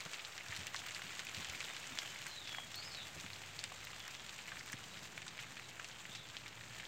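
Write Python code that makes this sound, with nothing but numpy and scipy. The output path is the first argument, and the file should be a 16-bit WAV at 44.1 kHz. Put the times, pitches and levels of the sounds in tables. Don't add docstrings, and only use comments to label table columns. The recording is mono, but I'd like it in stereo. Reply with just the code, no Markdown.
import sys
import numpy as np
from scipy import signal
from scipy.fft import rfft, irfft
from scipy.io import wavfile

SR = 44100
rng = np.random.default_rng(int(sys.argv[2]) if len(sys.argv) > 2 else 0)


def convert_level_to_amplitude(level_db):
    exponent = np.asarray(level_db, float) / 20
    return 10 ** exponent


def pcm_store(signal):
    levels = np.round(np.clip(np.atleast_2d(signal), -1, 1) * 32767)
    wavfile.write(sys.argv[1], SR, levels.astype(np.int16).T)


N = 302967
TREBLE_TOP_HZ = 15830


def rms_one(x):
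    return x / np.sqrt(np.mean(x ** 2) + 1e-20)


def peak_one(x):
    return x / np.abs(x).max()


def in_time(rows):
    s, *columns = np.transpose(rows)
    return [np.interp(np.arange(N) / SR, s, c) for c in columns]


def at_hz(points, hz):
    point_hz, point_db = np.transpose(points)
    return np.interp(np.log(hz), np.log(point_hz), point_db)


def colour(x, spectrum):
    hz = np.maximum(np.arange(N // 2 + 1) * SR / N, 1)
    return irfft(rfft(x) * convert_level_to_amplitude(at_hz(spectrum, hz)), N)


def band(x, low_hz, high_hz):
    edges = [low_hz, min(high_hz, .45 * SR)]
    return signal.sosfilt(signal.butter(2, edges, "band", fs=SR, output="sos"), x)


def drift(rate):
    r = np.exp(-80 * np.pi * rate / SR)
    slow = signal.lfilter([1], [1, -2 * r, r * r], rng.standard_normal(N // 40 + 2002))[2000:]
    return np.interp(np.arange(N) / 40, np.arange(len(slow)), rms_one(slow))


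def ring(clicks, hz, t60):
    r, w = convert_level_to_amplitude(-60 / (t60 * SR)), 2 * np.pi * hz / SR
    return signal.lfilter([0, np.sin(w)], [1, -2 * r * np.cos(w), r * r], clicks + 1e-18)


def fade(t, t60):
    return convert_level_to_amplitude(-60 * t / t60)


def hiss(patchy_db):
    out, together = 0, drift(23.5)
    edges = 200 * 2 ** np.arange(0, 6.9, .5)
    white = rng.standard_normal((2, N))
    for k, (low, high) in enumerate(zip(edges, edges[1:])):
        gain = convert_level_to_amplitude(patchy_db * (0.091 * together + drift(23.0)))
        out = out + gain * band(white[k % 2], low, high)
    return out


def patter(per_s, spread_db, cycles, splash_db):
    largest = 1.8
    sizes = convert_level_to_amplitude(spread_db * np.minimum(rng.exponential(1, N), largest)) * rng.choice([-1, 1], N)
    born = rng.random(N) < per_s * convert_level_to_amplitude(3.2 * drift(20.0)) / SR
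    pitches, dealt = np.geomspace(500, 15000, 18), rng.integers(0, 18, N)
    spray = rng.standard_normal(N)
    fizz = signal.lfilter([1], [1, -fade(1 / SR, 0.024)], np.abs(sizes * born))
    out = convert_level_to_amplitude(-16.5) * band(fizz * np.roll(spray, 999), 5000, 21000)
    for k, hz in enumerate(pitches):
        clicks = sizes * born * (dealt == k)
        wet = signal.lfilter([1], [1, -fade(1 / SR, 0.016)], np.abs(clicks))
        leaf = ring(clicks + convert_level_to_amplitude(splash_db) * wet * spray, hz, cycles / hz)
        out = out + leaf * (hz / 3000) ** 0.78
    return out


# (t/s, level/dB)
SHOWER = [(0.0, -50), (0.31, -52.5), (0.55, -50.5), (1.24, -49.5), (1.51, -48.5), (2.1, -49), (2.35, -51.5),
          (2.58, -50.5), (2.68, -52.5), (2.85, -51), (3.6, -52), (4.26, -52.5), (4.61, -52), (4.95, -53.5),
          (5.7, -54.5), (6.05, -53), (6.56, -55), (6.87, -54)]
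# (f/Hz, level/dB per Hz)
FOLIAGE_COLOUR = [(180, -42), (300, -7), (397, -10.5), (808, -3.5), (968, -5), (1730, 1), (2610, 2),
                  (3750, -1.5), (5390, -7), (7370, -5), (8280, -12.5), (10100, -30), (14300, -22.5),
                  (15500, -26)]
# (f/Hz, level/dB per Hz)
RUMBLE = [(21, -34), (35, 2.5), (48, -5), (96, -5.5), (123, 1.5), (265, -9), (500, -20.5), (650, -22.5),
          (1100, -120)]
# (t/s, level/dB)
BREEZE = [(0, -67.5), (1.6, -61.5), (3.2, -64), (4.3, -66), (4.8, -61.5), (5.4, -63), (6.87, -62.5)]


def shower():
    roar_db, treble_below_db = -65, -19.5
    (hiss_db,), (breeze_db,) = in_time(SHOWER), in_time(BREEZE)
    far = rms_one(hiss(patchy_db=1.34))
    middle = rms_one(patter(per_s=480.0, spread_db=4.0, cycles=5.3, splash_db=-24.0))
    wet = colour(far + convert_level_to_amplitude(0.5) * middle, FOLIAGE_COLOUR)
    low = signal.sosfilt(signal.butter(8, 9400, fs=SR, output="sos"), wet)
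    high = signal.sosfilt(signal.butter(8, 9400, "high", fs=SR, output="sos"), wet)
    high = irfft(rfft(high) * (np.arange(N // 2 + 1) * SR / N < TREBLE_TOP_HZ), N)
    rumble = colour(rng.standard_normal(N), RUMBLE) * convert_level_to_amplitude(1.0 * drift(1.9))
    roar = band(rng.standard_normal(N), 307, 1340)
    out = convert_level_to_amplitude(roar_db) * rms_one(roar) + convert_level_to_amplitude(breeze_db) * rms_one(rumble)
    out += convert_level_to_amplitude(hiss_db - 0.94) * rms_one(low)
    return out + convert_level_to_amplitude(hiss_db + treble_below_db) * rms_one(high)


# (t/s, f/Hz, level/dB)
MOTOR = [(0, 50.2, -84), (.45, 47.5, -73), (.9, 47.7, -71.5), (2.65, 45.6, -88), (2.8, 45.1, -67.5),
         (3.5, 49.4, -65.5), (3.95, 51.4, -68), (4.2, 51.27, -78.5), (4.35, 61.8, -100), (4.5, 61.4, -67),
         (4.8, 63.2, -80), (5.25, 53.5, -79), (5.8, 53.1, -74.5), (6.4, 56.86, -67.5), (6.87, 58.2, -65)]
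# (multiple, level/dB)
MOTOR_ORDERS = [(1, -9), (2, 0.1), (3, -8)]


def motor():
    hz, level_db = in_time(MOTOR)
    phase = 2 * np.pi * np.cumsum(hz * (1 + 0.0052 * drift(2.8))) / SR
    out = np.zeros(N)
    for k, order_db in MOTOR_ORDERS:
        out += convert_level_to_amplitude(level_db + order_db + 3.5 + 2.0 * drift(9.7)) * np.sin(k * phase)
    return out


# (t/s, peak level/dB, leaf f/Hz)
BURSTS = [(0.0507, -40, 1310), (0.1332, -32, 2800), (0.378, -34.5, 2100), (0.4844, -43, 1573),
          (0.5492, -38, 1730), (0.6684, -32.5, 2400), (0.9077, -34, 2130), (1.1931, -33, 1780),
          (1.497, -33, 2600), (1.6914, -39, 2050), (1.7643, -39, 2070), (1.8676, -36, 1690),
          (2.2656, -34, 2100), (3.6387, -32.5, 2640), (4.0787, -35.5, 1700), (4.15, -41, 2000),
          (4.7287, -49, 1830), (5.265, -39, 1460)]
# (t/s, peak level/dB, leaf f/Hz)
SNAPS = [(0.004, -31, 2250), (0.0363, -44, 2440), (0.5631, -32.5, 7450), (0.7552, -31, 1760),
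         (0.7625, -29.5, 4320), (0.7705, -38, 3200), (0.791, -30, 3340), (0.994, -35, 1560),
         (1.268, -30.5, 2520), (1.2935, -32, 2280), (1.3467, -30, 3020), (1.4455, -26.5, 3290),
         (1.5951, -35, 2080), (1.6043, -26, 2390), (1.8407, -38, 1960), (1.9737, -29.5, 1760),
         (1.9875, -25.5, 3460), (3.1988, -33.5, 3720), (3.6427, -38, 2430), (4.6876, -38, 3260),
         (4.7198, -34.5, 6400), (4.7292, -28, 2050), (4.733, -32, 1870), (4.7914, -40, 1460),
         (5.218, -32, 2836), (5.2798, -30, 3727), (5.8441, -30, 2730)]
# (t/s, peak level/dB, leaf f/Hz)
SPLATS = [(0.195, -34, 2400), (0.5062, -37, 2320), (0.5223, -29.5, 2030), (1.0181, -37, 2120),
          (1.7447, -32.5, 2950), (2.473, -31, 3280), (2.5461, -39, 3200), (2.743, -36, 4170),
          (3.6985, -40, 2380), (4.3885, -33.5, 2470), (4.4802, -32.5, 2300), (4.5186, -30, 1700),
          (4.8382, -41, 3130), (4.9716, -42, 3700), (5.3894, -29, 2310), (5.5695, -32.5, 2410),
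          (5.7962, -31, 1600), (6.1496, -31, 3610), (6.352, -40, 1660), (6.4604, -33.5, 2240),
          (6.7978, -31.5, 2280)]
# (t/s, peak level/dB, leaf f/Hz)
TAPS = [(0.2495, -29, 4200), (0.408, -31.5, 2120), (0.7392, -44, 2600), (0.7447, -28, 2070),
        (0.9467, -26.5, 4650), (0.964, -35, 2620), (1.3745, -30, 3300), (1.5349, -30.5, 2170),
        (1.5484, -27.5, 2350), (1.6414, -27, 3830), (2.075, -38, 3000), (2.159, -32, 2160),
        (2.5196, -29, 3320), (2.585, -33, 3220), (3.332, -29.5, 4300), (3.5903, -24.5, 4300),
        (3.931, -32.5, 2880), (4.4563, -35, 2580), (4.5935, -30.5, 5060), (4.6086, -31.5, 2030),
        (4.6608, -37, 2490), (5.1771, -27.5, 2310), (5.227, -39, 2270), (6.053, -33.5, 1950),
        (6.118, -36, 3690), (6.3672, -26.5, 3160), (6.436, -37, 2700), (6.6099, -35.5, 1870),
        (6.8311, -35.5, 1750), (6.8521, -31, 3330)]
# (drops, snap level/dB, splash level/dB)
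LEAVES = [(BURSTS, -3.5, -1.1), (SNAPS, -9, -9.5), (SPLATS, -34, -4.5), (TAPS, -37, -14)]


def near_drops():
    out, t = np.zeros(N + 2048), np.arange(2048) / SR
    hits = []
    for rows, snap_db, splash_db in LEAVES:
        hits += [(s, db, hz, db + snap_db, splash_db) for s, db, hz in rows]
    luck, noise = rng.random((len(hits), 3)), rng.standard_normal((len(hits), 2, 2048))
    snaps = band(band(noise[:, 1] * fade(t, 0.0042), 5570, 8800), 2700, 7900)
    for (s, peak_db, hz, snap_db, splash_db), (a, b, c), n, snap in zip(hits, luck, noise[:, 0], snaps):
        leaf = np.sin(2 * np.pi * hz * t) * fade(t, 21.2 / hz)
        leaf += 0.36 * np.sin(2 * np.pi * hz * (0.87 + 0.4 * a) * t) * fade(t, 15.0 / hz)
        leaf *= np.minimum(t * hz / 0.56, 1)
        leaf += 0.5 * np.sin(2 * np.pi * hz * t) * fade(t, 1.8 / hz)
        spray = band(n, hz / 1.65, hz * 1.58) * 1.73
        spray *= fade(t, 0.071 + 0.021 * b) * np.minimum(t / 0.0033, 1)
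        i = round((s + .0008) * SR)
        out[i:i + 2048] += np.sign(c - .5) * convert_level_to_amplitude(peak_db - 4.5) * (leaf + convert_level_to_amplitude(splash_db) * spray)
        out[i:i + 2048] += convert_level_to_amplitude(snap_db + 2.5) * peak_one(snap)
    return signal.sosfilt(signal.butter(3, 8800, fs=SR, output="sos"), out[:N])


# (t/s, peak level/dB, f/Hz)
PLINKS = [(0.0098, -34, 4300), (0.2027, -39, 2560), (0.5074, -38, 4120), (0.5493, -35, 3050),
          (0.5552, -37, 4230), (0.5687, -37, 2000), (0.7715, -41, 4100), (1.0194, -34, 2130),
          (1.1617, -39, 6530), (1.2693, -38, 4020), (1.6052, -39, 4150), (1.6114, -30, 2590),
          (1.6174, -39, 6940), (1.7001, -34, 2120), (1.842, -37, 2720), (1.8735, -33, 6300),
          (2.0508, -42, 6990), (2.2176, -44, 6640), (2.2935, -42, 7100), (2.386, -40, 3900),
          (2.4563, -43, 3640), (2.5839, -34, 2000), (2.6472, -39, 7260), (3.2412, -43, 1340),
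          (3.9322, -42, 1220), (4.4124, -41, 4030), (4.5254, -42, 1720), (4.7922, -43, 6890),
          (5.1784, -42, 7620), (5.2728, -53, 7400), (5.4438, -42, 2110), (5.7984, -36, 2720),
          (5.8383, -48, 6640), (5.8516, -41, 4060), (5.9054, -48, 7070), (6.0533, -37, 2750),
          (6.2879, -45, 6890), (6.6094, -40, 3880)]


def plinks():
    ring_cycles = 20
    out, t = np.zeros(N + 1024), np.arange(1024) / SR
    for s, peak_db, hz in PLINKS:
        leaf = np.sin(2 * np.pi * hz * t) + 0.13 * np.sin(2 * np.pi * 1.14 * hz * t)
        leaf *= fade(t, ring_cycles / hz) * np.minimum(t * hz / 0.56, 1)
        i = round(s * SR)
        out[i:i + 1024] += convert_level_to_amplitude(peak_db + 0.5) * leaf
    return out[:N]


# (t/s, peak level/dB)
TICKS = [(0.0518, -52), (0.5631, -47), (0.6679, -39), (0.6998, -50), (0.7617, -47), (0.8655, -38),
         (1.2493, -36), (1.3778, -50), (1.5469, -46), (1.6926, -56), (1.9869, -54), (2.2109, -47),
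         (2.283, -45), (2.4733, -53), (2.648, -51), (2.7427, -55), (2.756, -34), (3.572, -53),
         (3.6386, -45), (3.85, -43), (3.995, -42), (4.078, -42), (4.4822, -55), (4.6603, -44), (4.721, -37),
         (5.7276, -53)]


def ticks():
    port_dip_hz = 10600
    out, t = np.zeros(N + 2048), np.arange(2048) / SR
    noise = rng.standard_normal((len(TICKS), 2048))
    decay = fade(t, 0.0058) + 0.072 * fade(t, 0.022)
    for (s, peak_db), n in zip(TICKS, noise):
        i = round((s + .0004) * SR)
        out[i:i + 2048] += convert_level_to_amplitude(peak_db + 6.0) * peak_one(band(n * decay, 4800, 20400))
    out = signal.lfilter(*signal.iirnotch(port_dip_hz, 1.6, fs=SR), out)
    return signal.sosfilt(signal.cheby2(12, 70, 16600, fs=SR, output="sos"), out[:N])


# (t/s, peak level/dB, f/Hz)
PATS = [(0.0528, -34, 5200), (0.1437, -29.5, 3000), (0.249, -30, 3600), (0.379, -31, 3700),
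        (0.4846, -31.5, 5300), (0.5282, -32, 2400), (0.5646, -27, 4530), (0.5915, -36, 6000),
        (0.7623, -28.5, 4600), (0.8729, -32.5, 2290), (0.887, -30.5, 3380), (0.9658, -33, 2800),
        (1.2013, -36, 2800), (1.25, -37, 6400), (1.3467, -28.5, 4300), (1.4213, -35, 3100),
        (1.428, -35, 2700), (1.6115, -34, 2500), (1.6176, -34, 5400), (1.767, -28.5, 3400),
        (1.809, -44, 3100), (1.9756, -34, 2500), (2.1471, -43, 3480), (2.218, -36, 4900),
        (2.3132, -38, 3400), (2.4747, -31, 3900), (2.6763, -42, 4600), (2.7437, -29.5, 3700),
        (2.9482, -31, 3900), (3.0703, -36, 4190), (3.3033, -34, 2870), (3.4739, -52, 3920),
        (3.8517, -36, 4500), (4.0031, -34, 4340), (4.197, -36, 3340), (4.2935, -31, 3900),
        (4.571, -34.5, 2210), (4.84, -35, 3420), (4.9372, -38, 3680), (4.9434, -35, 3300),
        (4.9733, -35, 3080), (4.9931, -37, 4300), (5.048, -41, 3200), (5.2285, -38, 3200),
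        (5.2728, -43, 5400), (5.379, -34, 2900), (5.4353, -34.5, 2800), (5.5966, -35, 2300),
        (5.6433, -44, 3900), (5.6569, -40, 3800), (5.8877, -36, 5900), (5.914, -36.5, 3900),
        (5.9927, -38, 4740), (6.2709, -40, 3910), (6.2887, -38, 4010), (6.3002, -36, 3790),
        (6.3556, -47, 3800), (6.3687, -38, 3000), (6.4667, -38, 3100), (6.4806, -33.5, 4400)]
# (t/s, peak level/dB, f/Hz)
LIGHT_PATS = [(0.0623, -37, 1700), (0.1938, -35, 3200), (0.2945, -41, 2400), (0.5077, -38, 3200),
              (0.5425, -36, 2720), (0.6337, -35, 3400), (0.6617, -36, 2100), (0.7401, -45, 2710),
              (0.74, -43, 2600), (0.8648, -32, 2900), (1.07, -37, 4000), (1.0774, -44, 3400),
              (1.0952, -35, 2700), (1.3686, -31, 2900), (1.5559, -33, 3100), (1.684, -37, 2600),
              (2.0784, -39, 2990), (2.1131, -42, 2900), (2.4561, -38, 3500), (3.0034, -37, 3100),
              (3.0824, -40, 3800), (3.264, -32, 2400), (3.2818, -38, 3293), (3.7454, -46, 2303),
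              (3.8065, -48, 3100), (3.8711, -34, 2800), (3.9891, -43, 2800), (3.9963, -40, 2800),
              (4.1449, -36, 3400), (4.2033, -40, 3200), (4.2235, -42, 3000), (4.2883, -39, 3500),
              (4.6784, -36, 2600), (5.0534, -42, 2815), (5.0656, -51, 2580), (5.522, -38, 2500),
              (5.6227, -45, 3110), (5.7036, -39, 3600), (5.8792, -47, 2900), (5.9533, -42, 2930),
              (5.9626, -40, 2797), (6.4899, -42, 2800), (6.5295, -39, 3100), (6.5754, -38, 3076),
              (6.76, -40, 2400)]


def pats(rows):
    tail_db, tail_t60_s, bass_cut_hz = -12, 0.05, 790
    out, t = np.zeros(N + 2048), np.arange(-64, 1984) / SR
    noise = rng.standard_normal((len(rows), 2048))
    for (s, peak_db, hz), n in zip(rows, noise):
        u = t * hz * 3.96
        hit = (u ** 2 - 1 - 0.45 * u) * np.exp(-u ** 2 / 2)
        spatter = band(n, hz / 1.5, hz * 1.12)
        tail = peak_one(spatter * fade(np.abs(t), tail_t60_s) * (t > 0))
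        i = round(s * SR) - 64
        out[i:i + 2048] += convert_level_to_amplitude(peak_db) * (hit + convert_level_to_amplitude(tail_db) * tail)
    return signal.sosfilt(signal.butter(2, bass_cut_hz, "high", fs=SR, output="sos"), out[:N])


# (t/s, peak level/dB, body f/Hz, t60/s, top of the puff f/Hz)
BUMPS = [(0.056, -34.5, 155, 0.04, 900), (0.489, -49, 95, 0.15, 180), (0.583, -46.5, 92, 0.16, 210),
         (1.04, -52, 183, 0.11, 230), (1.364, -48.5, 94, 0.18, 230), (1.395, -53, 125, 0.16, 170),
         (1.479, -50, 90, 0.14, 150), (1.902, -51, 253, 0.19, 350), (3.161, -45.5, 150, 0.12, 433),
         (3.235, -44.5, 181, 0.094, 260), (4.737, -38.5, 132, 0.057, 270), (6.089, -46, 145.2, 0.068, 300)]


def bumps():
    out, t = np.zeros(N + 8192), np.arange(8192) / SR
    noise = rng.standard_normal((len(BUMPS), 8192))
    for (s, peak_db, hz, t60, top_hz), puff in zip(BUMPS, noise):
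        body = np.sin(2 * np.pi * hz * t) + 0.65 * rms_one(band(puff, 66, top_hz))
        i = round(s * SR)
        out[i:i + 8192] += convert_level_to_amplitude(peak_db + 1) * body * fade(t, max(t60, .02)) * (1 - np.exp(-t / 0.006))
    return out[:N]


# (t/s, peak level/dB, length/ms)
CRACKS = [(0.1333, -35, 0.38), (0.6690, -29, 0.15), (0.7452, -28, 0.2), (0.9482, -36, 0.13),
          (1.0196, -35, 0.3), (1.1938, -26, 0.21), (1.4977, -37, 0.16), (1.9880, -19.5, 0.19),
          (3.64, -24, 0.15), (4.1502, -33, 0.2), (5.1777, -38, 0.34), (5.28, -40, 0.2), (5.5695, -36, 0.3),
          (6.3682, -36, 0.2), (6.4624, -42, 0.23)]


def cracks():
    out, t = np.zeros(N + 256), np.arange(-64, 192) / SR
    for s, peak_db, length_ms in CRACKS:
        quarter_s = length_ms / 4000
        u, v = t / quarter_s, (t - .00055) / quarter_s
        flip = -u * np.exp(.5 - u ** 2 / 2) - 0.22 * v * np.exp(.5 - v ** 2 / 2)
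        i = round(s * SR) - 64
        out[i:i + 256] += convert_level_to_amplitude(peak_db) * flip
    return out[:N]


# (t/s, peak level/dB)
MIST = [(0.6752, -51), (0.7835, -59), (0.9301, -57), (0.9903, -53), (1.0195, -55), (1.3708, -57),
        (1.3878, -56), (1.5549, -57), (1.6609, -52), (1.875, -56), (1.9085, -62), (2.013, -52),
        (2.2168, -52), (2.2819, -53), (2.5464, -54), (2.9709, -56), (2.9855, -59), (3.0697, -58),
        (3.1486, -55), (3.332, -59), (3.5549, -57), (3.5683, -60), (3.8756, -58), (3.9813, -59),
        (4.0194, -53), (4.3839, -58), (4.483, -56), (4.8483, -58), (4.9344, -61), (5.1803, -58),
        (5.4079, -51), (5.8784, -60)]


def mist():
    out, t = np.zeros(N + 512), np.arange(512) / SR
    noise = rng.standard_normal((len(MIST), 512))
    for (s, peak_db), n in zip(MIST, noise):
        i = round(s * SR)
        out[i:i + 512] += convert_level_to_amplitude(peak_db + 2.0) * peak_one(band(n * fade(t, 0.01), 9500, 16700))
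    return signal.sosfilt(signal.cheby2(12, 70, TREBLE_TOP_HZ, fs=SR, output="sos"), out[:N])


# (t/s, peak level/dB, f/Hz)
KNOCKS = [
    (0.745, -26.5, 1100),
    (0.7442, -32.5, 764),
    (3.6398, -28, 2480),
    (2.547, -22, 1620),
    (2.583, -28, 766),
    (3.718, -32, 770),
    (4.068, -34, 1300),
    (5.796, -42, 1530),
    (6.759, -42, 725),
]


def knocks():
    out, t = np.zeros(N + 2048), np.arange(2048) / SR
    for s, peak_db, hz in KNOCKS:
        stem = np.sin(2 * np.pi * hz * t) + 1.0 * np.sin(2 * np.pi * 1.43 * hz * t)
        i = round(s * SR)
        out[i:i + 2048] += convert_level_to_amplitude(peak_db - 7.5) * stem * fade(t, 18.0 / hz) * np.minimum(t * hz / 1.4, 1)
    return out[:N]


# (t/s, f/Hz, level/dB)
BIRD = [
    [(1.92, 3720, -58), (1.95, 3520, -60), (1.99, 3310, -60), (2.04, 3140, -58), (2.08, 3030, -61),
     (2.115, 2980, -58)],
    [(2.272, 4270, -56), (2.33, 4070, -59), (2.38, 3860, -54), (2.42, 3610, -57), (2.46, 3430, -56),
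     (2.51, 3340, -57), (2.55, 3300, -55), (2.6, 3280, -54)],
    [(2.748, 4120, -53), (2.772, 4450, -49), (2.79, 4750, -56), (2.812, 4950, -61), (2.855, 5100, -54),
     (2.885, 5200, -64), (2.94, 5200, -61)],
    [(2.86, 4950, -67), (2.893, 4680, -60), (2.912, 4450, -52), (2.94, 4100, -61), (2.978, 3830, -51),
     (3.003, 3570, -58), (3.03, 3400, -62)],
]
# (t/s, length/s, first f/Hz, last f/Hz, level/dB)
ANSWERS = [
    (1.685, .06, 3700, 3480, -59),
    (3.965, .06, 3600, 3250, -61),
    (4.025, .05, 3100, 2850, -61),
    (4.14, .085, 3480, 3100, -62),
    (4.25, .05, 3050, 2780, -65),
    (4.89, .13, 3840, 3800, -67),
    (5.605, .045, 4000, 3720, -62),
    (5.9, .05, 3100, 3000, -66),
    (6.09, .05, 3050, 4050, -61),
    (6.16, .035, 4050, 3300, -56),
]
# (delay t/s, level/dB)
BIRD_ECHOES = [(.008, -4), (.016, -3), (.025, -2), (.036, -6), (.055, -4), (.066, -9)]


def bird():
    hoarse = .3
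    swell_db, foliage_t60_s, foliage_db = 2, .3, -5
    direct, t = np.zeros(N), np.arange(N) / SR
    waver, flutter, throb = drift(70.0), drift(41.0), drift(150.0)
    answers = []
    for s, length, first, last, db in ANSWERS:
        middle = (s + length / 2, (first + last) / 2, db)
        answers.append([(s, first, db - swell_db), middle, (s + length, last, db - swell_db)])
    for note in BIRD + answers:
        s, hz, level_db = np.transpose(note)
        on = slice(round(s[0] * SR), round(s[-1] * SR))
        gate = np.clip(np.minimum(t[on] - s[0], s[-1] - t[on]) / 0.007, 0, 1)
        glide_hz = np.interp(t[on], s, hz) * (1 + 0.008 * waver[on])
        phase = 2 * np.pi * np.cumsum(glide_hz) / SR
        breath = convert_level_to_amplitude(np.interp(t[on], s, level_db) - 1.2 + 1.5 * flutter[on])
        direct[on] += gate * breath * (1 + hoarse * throb[on]) * np.sin(phase)
    scatter = rng.standard_normal(SR // 3) * fade(t[:SR // 3], foliage_t60_s)
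    scatter *= convert_level_to_amplitude(foliage_db) / np.sqrt(np.sum(scatter ** 2))
    out = direct + signal.fftconvolve(direct, scatter)[:N]
    for delay, echo_db in BIRD_ECHOES:
        out += convert_level_to_amplitude(echo_db + 3.0 * drift(40.0)) * np.roll(direct, round(delay * SR))
    return out


# (t/s, level/dB)
INSECT = [(2.98, -95), (3.05, -78), (3.2, -80), (3.38, -80), (3.45, -95)]
# (f/Hz, width f/Hz, level/dB)
INSECT_MODES = [(10700, 320, -1), (12100, 350, -4)]


def insect():
    level_db, = in_time(INSECT)
    scrape = rng.standard_normal(N) * convert_level_to_amplitude(1.8 * drift(40.0))
    gate = level_db > min(db for s, db in INSECT)
    buzz = np.zeros(N)
    for hz, width, db in INSECT_MODES:
        buzz += convert_level_to_amplitude(db) * rms_one(band(scrape, hz - width / 2, hz + width / 2))
    return gate * convert_level_to_amplitude(level_db) * buzz


def gust():
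    start_s, rise_s, t60_s, level_db = 3.66, 0.092, 7, -64.5
    t = np.maximum(np.arange(N) / SR - start_s, 0)
    air = rms_one(band(rng.standard_normal(N), 38, 66))
    return convert_level_to_amplitude(level_db) * air * (1 - np.exp(-t / rise_s)) * fade(t, t60_s)


def scene():
    drops = near_drops() + plinks() + ticks() + pats(PATS) + pats(LIGHT_PATS) + cracks() + mist() + knocks()
    mono = shower() + motor() + drops + bumps() + bird() + insect() + gust()
    return np.array([mono, mono])


def band_limit(x):
    return signal.sosfilt(signal.butter(12, 16510, fs=SR, output="sos"), x)


def record(dry):
    bass_cut_hz, offset = 62, -.0005
    dry = signal.sosfilt(signal.butter(4, bass_cut_hz, "high", fs=SR, output="sos"), dry)
    apart = convert_level_to_amplitude(-14.0) * band(dry[0], 10500, 14800) * drift(300.0)
    apart += convert_level_to_amplitude(-26.5) * band(dry[0], 243, 680) * drift(30.0)
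    return band_limit(dry + apart * [[1], [-1]] + offset)


dry = scene()
out = record(dry)
pcm_store(out)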